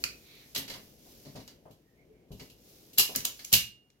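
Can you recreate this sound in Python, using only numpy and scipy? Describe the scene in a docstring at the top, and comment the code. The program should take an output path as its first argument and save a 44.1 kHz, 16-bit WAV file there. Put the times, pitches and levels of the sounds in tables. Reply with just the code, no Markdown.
"""The telescopic handle of a rolling tool bag is pushed down and pulled up again.
Each stage clacks against its stop, and the impact excites the bending modes of the metal tubes.
Sliding friction makes the tubes hiss and faintly squeak; a hollow button pops and locking pins snap.
The jolted fabric bag thumps and rustles below, and the grip knocks under the hand.
The impacts reverberate briefly in a small carpeted room, over a faint noise floor."""
import sys
import numpy as np
from scipy import signal
from scipy.fft import rfft, irfft, next_fast_len
from scipy.io import wavfile

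SR = 44100
rng = np.random.default_rng(int(sys.argv[2]) if len(sys.argv) > 2 else 0)


def store_wav(level_fs):
    """Save 16-bit WAV to argv[1]."""
    pcm = np.round(np.clip(np.atleast_2d(level_fs), -1, 1) * 32767)
    wavfile.write(sys.argv[1], SR, pcm.T.astype(np.int16))


N = 176400
TIME = np.arange(N) / SR

# Spectra of the metal tubes and of their plastic guides: f/Hz, level/dB
TUBE_SPECTRUM = [(150, -31), (600, -17), (1400, -17), (1950, -25.5), (2400, -9), (2850, 0), (3600, -5),
                 (4100, -1.5), (5500, -5.5), (7500, -5.5), (8400, -12.5), (10000, -10), (11000, -9),
                 (12400, 0.5), (13500, -8.5), (15700, -14.5)]
GUIDE_SPECTRUM = [(300, -6.5), (1000, -6), (1500, -2), (2200, 3), (2900, -7), (4500, 6), (8000, -8),
                  (16000, -15.5)]
# The tubes knock together or hit a stop: t/s, level/dB, decay time/s, tilt/(dB/octave)
CLACKS = [(0.548, -34, 0.0063, -1.5), (0.559, -31.5, 0.0054, -3), (0.576, -35, 0.0076, 2),
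          (.678, -42.5, 0.019, -6.5), (0.698, -40, 0.018, -7), (0.737, -45.5, 0.0089, -5.5),
          (1.25, -53.5, 0.038, -2.5), (1.355, -49.5, 0.02, -3), (1.4, -55, 0.0078, -12),
          (1.481, -52, 0.0044, -3), (1.707, -61, 0.015, 0.5), (2.316, -54.5, 0.016, -1),
          (2.396, -47.5, 0.013, -7), (2.498, -55.5, 0.0066, -0.5), (2.931, -52.5, 0.01, 1.5),
          (2.976, -35.5, 0.0029, -2), (2.9817, -16.5, 0.0049, 3.5), (2.9946, -19.5, 0.0047, -0.5),
          (3.150, -35.5, 0.0044, -2.5), (3.2471, -33.5, 0.0075, -2), (3.391, -47.5, 0.013, -2.5),
          (3.518, -40.5, 0.0053, -2), (3.526, -16.5, 0.0074, 2), (3.536, -16, 0.0032, -0.5)]


def tube_clacks():
    """Impact noise: metal (bright) and plastic guides (dull) add incoherently, sharing the energy."""
    out = np.zeros((2, N))
    for s, db, fade_s, tilt_db in CLACKS:
        plastic_share = np.clip(1.7 * (-2 - tilt_db), .02, .8)  # grows below -2 dB/octave
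        metal = contact(TUBE_SPECTRUM, fade_s, tilt_db, attack_s=0.0026, rough=0.11)
        guide = contact(GUIDE_SPECTRUM, fade_s, tilt_db=0, attack_s=0.0011, rough=0.21)
        clack = np.sqrt(1 - plastic_share) * metal + np.sqrt(plastic_share) * guide
        add(out, s, from_db(db) * clack)
    return out


# Natural modes of the tubes: f/Hz, level/dB, T60/s
TUBE_MODES = [(2840, -22, .5), (2896, -16, 0.22), (3320, -16, 0.13), (4060, -11.5, 0.17), (4720, -18.5, .2),
              (4860, -16.5, 0.13), (12510, -17.5, 0.23)]


def tube_ring():
    """Free vibration: the tubes ring on after each clack, up to 3 dB more after a dull one."""
    out = np.zeros((2, N))
    for s, db, _, tilt_db in CLACKS:
        dull_boost_db = -.6 * np.clip(tilt_db, -5, 0)
        add(out, s, from_db(db + dull_boost_db) * ring(TUBE_MODES))
    return out


# Modes of the hollow release button: f/Hz, level/dB, T60/s
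BUTTON_MODES = [(1386, -11, 0.013), (2470, -2, 0.0087), (4560, 4.5, 0.0059), (7900, -7, 0.0067)]


def button_pop():
    """Heavy damping: the modes of the pressed button die within milliseconds and are heard as a pop."""
    out = np.zeros((2, N))
    add(out, s=.0389, x=from_db(-13.5) * ring(BUTTON_MODES))
    return out


# Spectrum of a locking pin: f/Hz, level/dB
PIN_SPECTRUM = [(200, -27), (850, -16), (1900, -13), (2600, -3), (7200, 3.5), (8700, -7), (12900, 2),
                (16000, -9)]
# Pin snaps: t/s, level/dB, treble slope/(dB/octave), left minus right/dB
SNAPS = [(0.0388, -30.5, -2, -3.5), (1.477, -51, -4, 3.5), (3.159, -25, 5, 1), (3.2035, -41.5, -9, 2),
         (3.2509, -25, 2, -0.5), (3.446, -38, 2, -4.5), (3.901, -66.5, -10, -0.5)]


def pin_snaps(treble_hz=4440):
    """Impulsive excitation: the pins snap home, and the harder snaps tend to carry more treble."""
    out = np.zeros((2, N))
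    for s, db, treble_db, pan_db in SNAPS:
        spectrum = [(hz, level + treble_db * max(np.log2(hz / treble_hz), 0))
                    for hz, level in PIN_SPECTRUM]
        snap = contact(spectrum, fade_s=0.0017, tilt_db=-1, attack_s=0.0034, rough=0.65)
        add(out, s, snap * from_db([[db + pan_db / 2], [db - pan_db / 2]]))
    return out


# Modes of a pin's spring: f/Hz, level/dB, T60/s
SPRING_MODES = [(6030, -16, 0.32), (7100, -18.5, .17)]


def spring_ring():
    """Linear response: each spring rings in proportion to the snap of its pin."""
    out = np.zeros((2, N))
    for s, db, _, _ in SNAPS:
        add(out, s, from_db(db) * ring(SPRING_MODES))
    return out


# Spectrum of the fabric bag: f/Hz, level/dB
BAG_SPECTRUM = [(25, -17), (60, -3.5), (90, -7.5), (120, 6), (160, -4.5), (235, -0.5), (330, -9),
                (580, -9.5), (1000, -20.5), (6000, -66)]
# Jolts of the bag: t/s, level/dB, decay time/s, tilt/(dB/octave)
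THUMPS = [(0.043, -52, 0.0065, 0.5), (.558, -41.5, 0.044, 2.5), (0.69, -50, 0.035, 1),
          (0.741, -48, 0.022, 10), (1.25, -44.5, 0.028, -0.5), (1.348, -41.5, 0.02, 2.5),
          (1.392, -56, 0.016, -3.5), (1.701, -53, 0.0072, 0.5), (2.303, -41, 0.021, -2),
          (2.408, -47, 0.012, 0), (2.982, -40.5, 0.0042, 5.5), (3.152, -41, 0.028, -0.5),
          (3.252, -50, 0.0073, 7.5), (3.524, -32.5, 0.011, -1.5)]


def bag_thumps():
    """Compliant impact: force builds slowly in the soft bag, which responds mainly in the bass."""
    out = np.zeros((2, N))
    for s, db, fade_s, tilt_db in THUMPS:
        add(out, s, from_db(db) * contact(BAG_SPECTRUM, fade_s, tilt_db, attack_s=0.0079, rough=0.32))
    return out


# Spectrum of the grip: f/Hz, level/dB
GRIP_SPECTRUM = [(80, -21.5), (400, -7), (720, -3.5), (950, -7.5), (1400, -20.5), (5000, -35)]
# The hand knocks the grip: t/s, level/dB
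KNOCKS = [(1.06, -59), (1.352, -47.5), (1.654, -49), (3.091, -43.5)]


def grip_knocks():
    """Body resonance: the hollow plastic grip gives each knock a broad midrange peak."""
    out = np.zeros((2, N))
    for s, db in KNOCKS:
        knock = contact(GRIP_SPECTRUM, fade_s=0.025, tilt_db=-2.5, attack_s=0.0011, rough=0.067)
        add(out, s, from_db(db) * knock)
    return out


# Envelope of the sliding noise: t/s, level/dB
SLIDE_ENVELOPE = [(0, -54), (.2, -60), (.33, -61), (.53, -58.5), (.8, -57), (.97, -63), (1.1, -56.5),
                  (1.45, -62), (1.6, -74.5), (2.27, -81), (2.42, -57.5), (2.56, -67.5), (2.7, -58),
                  (2.92, -61.5), (3.12, -46.5), (3.36, -54.5), (3.52, -52.5), (3.7, -83.5)]
# Its spectrum: f/Hz, level/dB
SLIDE_SPECTRUM = [(300, -2.5), (1000, -10), (1700, -8.5), (2800, -4), (5500, 1), (7300, -3), (8500, -9),
                  (12500, 0.5), (16000, -5)]


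def tube_slide():
    """Sliding friction: the tube surfaces catch unevenly and radiate a grainy hiss."""
    return friction(SLIDE_ENVELOPE, SLIDE_SPECTRUM, grain_db=1.0, grain_hz=436)


# Scrapes and squeaks of tube and grip: t/s, duration/s, f/Hz, bandwidth per resonator/Hz, level/dB
SQUEAKS = [(0.195, 0.34, 2310, 700, -62.5), (0.199, 0.3, 4000, 1500, -59), (1.83, 0.16, 1870, 150, -77),
           (1.948, .12, 2190, 220, -71.5), (2.068, .22, 2240, 400, -79), (2.058, 0.111, 433, 9.2, -59)]


def squeaks():
    """Stick-slip resonance: noise through two resonators scrapes if broadband and sings if narrow."""
    out = np.zeros((2, N))
    for s, duration_s, hz, width_hz, db in SQUEAKS:
        radius = np.exp(-np.pi * width_hz / SR)
        resonator = [1, -2 * radius * np.cos(2 * np.pi * hz / SR), radius ** 2]
        tone = stereo_noise(size=SR)
        for _ in range(2):
            tone = signal.lfilter([1], resonator, tone)
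        size = int(duration_s * SR)
        swell = np.sin(np.linspace(0, np.pi, size))
        add(out, s, from_db(db) * rms_one(tone[:, -size:]) * swell)
    return out


# Envelope of the rustle: t/s, level/dB
RUSTLE_ENVELOPE = [(0, -56), (.16, -58.5), (.25, -63.5), (.52, -62.5), (.8, -58.5), (1.0, -60.5),
                   (1.55, -60), (1.88, -69), (2.03, -63.5), (3.2, -61), (3.7, -69), (3.9, -75)]
# Its spectrum: f/Hz, level/dB
RUSTLE_SPECTRUM = [(20, -24), (55, 2.5), (80, -7), (115, -2), (280, -3), (440, -4), (700, -13), (1200, -31),
                   (3000, -28.5), (10000, -55)]


def bag_rustle():
    """Friction of soft surfaces: fabric and hand rub with a low, nearly smooth noise."""
    return friction(RUSTLE_ENVELOPE, RUSTLE_SPECTRUM, grain_db=-0.2, grain_hz=40.8)


# A short, low pop in the right microphone: f/Hz, level/dB, T60/s
RIGHT_MIC_POP = [(58, -25, .1)]


def right_mic_pop():
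    """Pressure transient: at the last clack a puff of air hits the right microphone."""
    out = np.zeros((2, N))
    add(out, s=3.526, x=ring(RIGHT_MIC_POP) * [[0], [1]])
    return out


# Reverberation time of the room: f/Hz, T60/s
ROOM_T60 = [(200, 0.39), (600, 0.2), (2000, 0.31), (5000, 0.26), (12000, 0.22)]


def reverberation(source, build_s=.0028):
    """Diffuse field: dense reflections of one channel build up, then decay band by band."""
    size = 32768
    t, hz = TIME[:size], np.fft.rfftfreq(size, 1 / SR)
    bins, tail = rfft(stereo_noise(size)), 0
    for centre, t60 in ROOM_T60:
        band = at_hz([(f, float(f == centre)) for f, _ in ROOM_T60], hz)
        tail = tail + irfft(bins * band) * from_db(-60 * t / t60)
    onset = 1 - np.exp(-(t / build_s) ** 2)
    response = rms_one(tail * onset) / np.sqrt(size)  # unit energy
    return signal.fftconvolve(source[None], response, axes=1)[:, :N]


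# Spectrum of the still room: f/Hz, level/dB
AIR_SPECTRUM = [(25, -7.5), (60, 4), (300, -1), (900, -14), (2400, -15), (8000, -25.5)]


def room_air():
    """Stationary noise: a faint floor, strongest in the bass."""
    return from_db(-73.5) * rms_one(colour(stereo_noise(size=N), AIR_SPECTRUM))


# Likeness of the two channels: f/Hz, correlation coefficient
CORRELATION = [(60, 0.8), (250, 1), (1100, 0.3), (2500, -0.097)]


def stereo_noise(size):
    """Spatial coherence: white noise, alike on both sides at long wavelengths, unrelated at short."""
    mid, side = rfft(rng.standard_normal((2, size)))
    alike = at_hz(CORRELATION, np.arange(len(mid)) * SR / size)
    return irfft(np.sqrt(1 + alike) * mid + np.sqrt(1 - alike) * side * [[1], [-1]], size)


def contact(spectrum, fade_s, tilt_db, attack_s, rough):
    """Source and filter: dying micro-impacts drive a body; the energy is that of 10 ms at unit rms."""
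    noise = stereo_noise(size=8192)
    t = TIME[:noise.shape[1]]
    knots_s = np.arange(0, .2, .001)
    jitter = np.clip(rng.standard_normal(len(knots_s)), -2, 2)
    chatter = np.exp(rough * np.interp(t, knots_s, jitter))
    envelope = (1 - np.exp(-t / attack_s)) * np.exp(-t / fade_s)
    body = colour(noise * chatter * envelope, spectrum, tilt_db)
    return rms_one(body) * np.sqrt(.01 / t[-1])


def ring(modes):
    """Superposition: damped sinusoids, scattered in phase and level for each blow and side."""
    t, out = TIME[:SR], 0
    for hz, db, t60 in modes:
        phase = rng.uniform(0, 2 * np.pi, (2, 1))
        scatter_db = 2 * rng.standard_normal((2, 1))
        out = out + from_db(db + scatter_db - 60 * t / t60) * np.sin(2 * np.pi * hz * t + phase)
    return out * (1 - np.exp(-t / 0.00043))


def friction(envelope, spectrum, grain_db, grain_hz):
    """Amplitude modulation: rubbing noise with a fast random grain under a slow envelope."""
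    knots = np.arange(N // 10)
    grain = np.interp(TIME * grain_hz, knots, rng.standard_normal(len(knots)))
    noise = stereo_noise(size=N) * from_db(grain_db * grain)
    level_db = np.interp(TIME, *np.transpose(envelope))
    return rms_one(colour(noise, spectrum)) * from_db(level_db)


def colour(x, spectrum, tilt_db=0):
    """Minimum-phase filtering by the given spectrum, tilted by tilt_db per octave."""
    size = 2 * next_fast_len(x.shape[-1] // 2 + 2048)
    hz = np.fft.rfftfreq(size, 1 / SR)
    octaves = np.log2(np.clip(hz, spectrum[0][0], spectrum[-1][0]))
    gain = from_db(at_hz(spectrum, hz) + tilt_db * (octaves - octaves.mean()))
    cepstrum = irfft(np.log(gain))
    cepstrum[1:size // 2] *= 2  # folding onto positive time makes the filter causal
    cepstrum[size // 2 + 1:] = 0
    return irfft(rfft(x, size) * np.exp(rfft(cepstrum)))[..., :x.shape[-1]]


def from_db(db):
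    """Amplitude ratio of a level in decibels."""
    return 10 ** (np.asarray(db) / 20)


def at_hz(points, hz):
    """Interpolation on a log-frequency axis."""
    f, values = np.transpose(points)
    return np.interp(np.log(np.maximum(hz, 1)), np.log(f), values)


def rms_one(x):
    """Normalisation to unit rms."""
    return x / np.sqrt(np.mean(x ** 2) + 1e-30)


def add(out, s, x):
    """Superposition of x on out, from s seconds."""
    start = max(int(s * SR), 0)
    out[:, start:start + x.shape[1]] += x[:, :N - start]


def scene():
    """Direct and reverberant sound: the impacts excite the room; ringing and rubbing are added dry."""
    clicks = button_pop() + pin_snaps()
    clacks = tube_clacks()
    thumps = bag_thumps() + grip_knocks()
    send = clacks + from_db(-5) * clicks + from_db(-1) * thumps
    room = sum(reverberation(side) for side in send) / np.sqrt(2)
    rubbing = tube_slide() + bag_rustle()
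    air = room_air() + right_mic_pop()
    ringing = tube_ring() + spring_ring()
    return clacks + clicks + thumps + ringing + rubbing + squeaks() + room + air


# Level difference between the microphones: f/Hz, left minus right/dB
BALANCE = [(80, 2.5), (700, 2.5), (3000, -3.5), (9000, 1)]


def record(dry, right_lag_s=.00025, cutoff_hz=15900):
    """Time and level differences: sound reaches the right side later, coloured apart; the top is cut."""
    left = colour(dry[0], [(hz, db / 2) for hz, db in BALANCE])
    delayed = np.roll(dry[1], int(right_lag_s * SR))
    right = colour(delayed, [(hz, -db / 2) for hz, db in BALANCE])
    lowpass = signal.ellip(10, .2, 70, cutoff_hz, fs=SR, output="sos")
    return signal.sosfilt(lowpass, np.array([left, right]))


dry = scene()
out = record(dry)
store_wav(out)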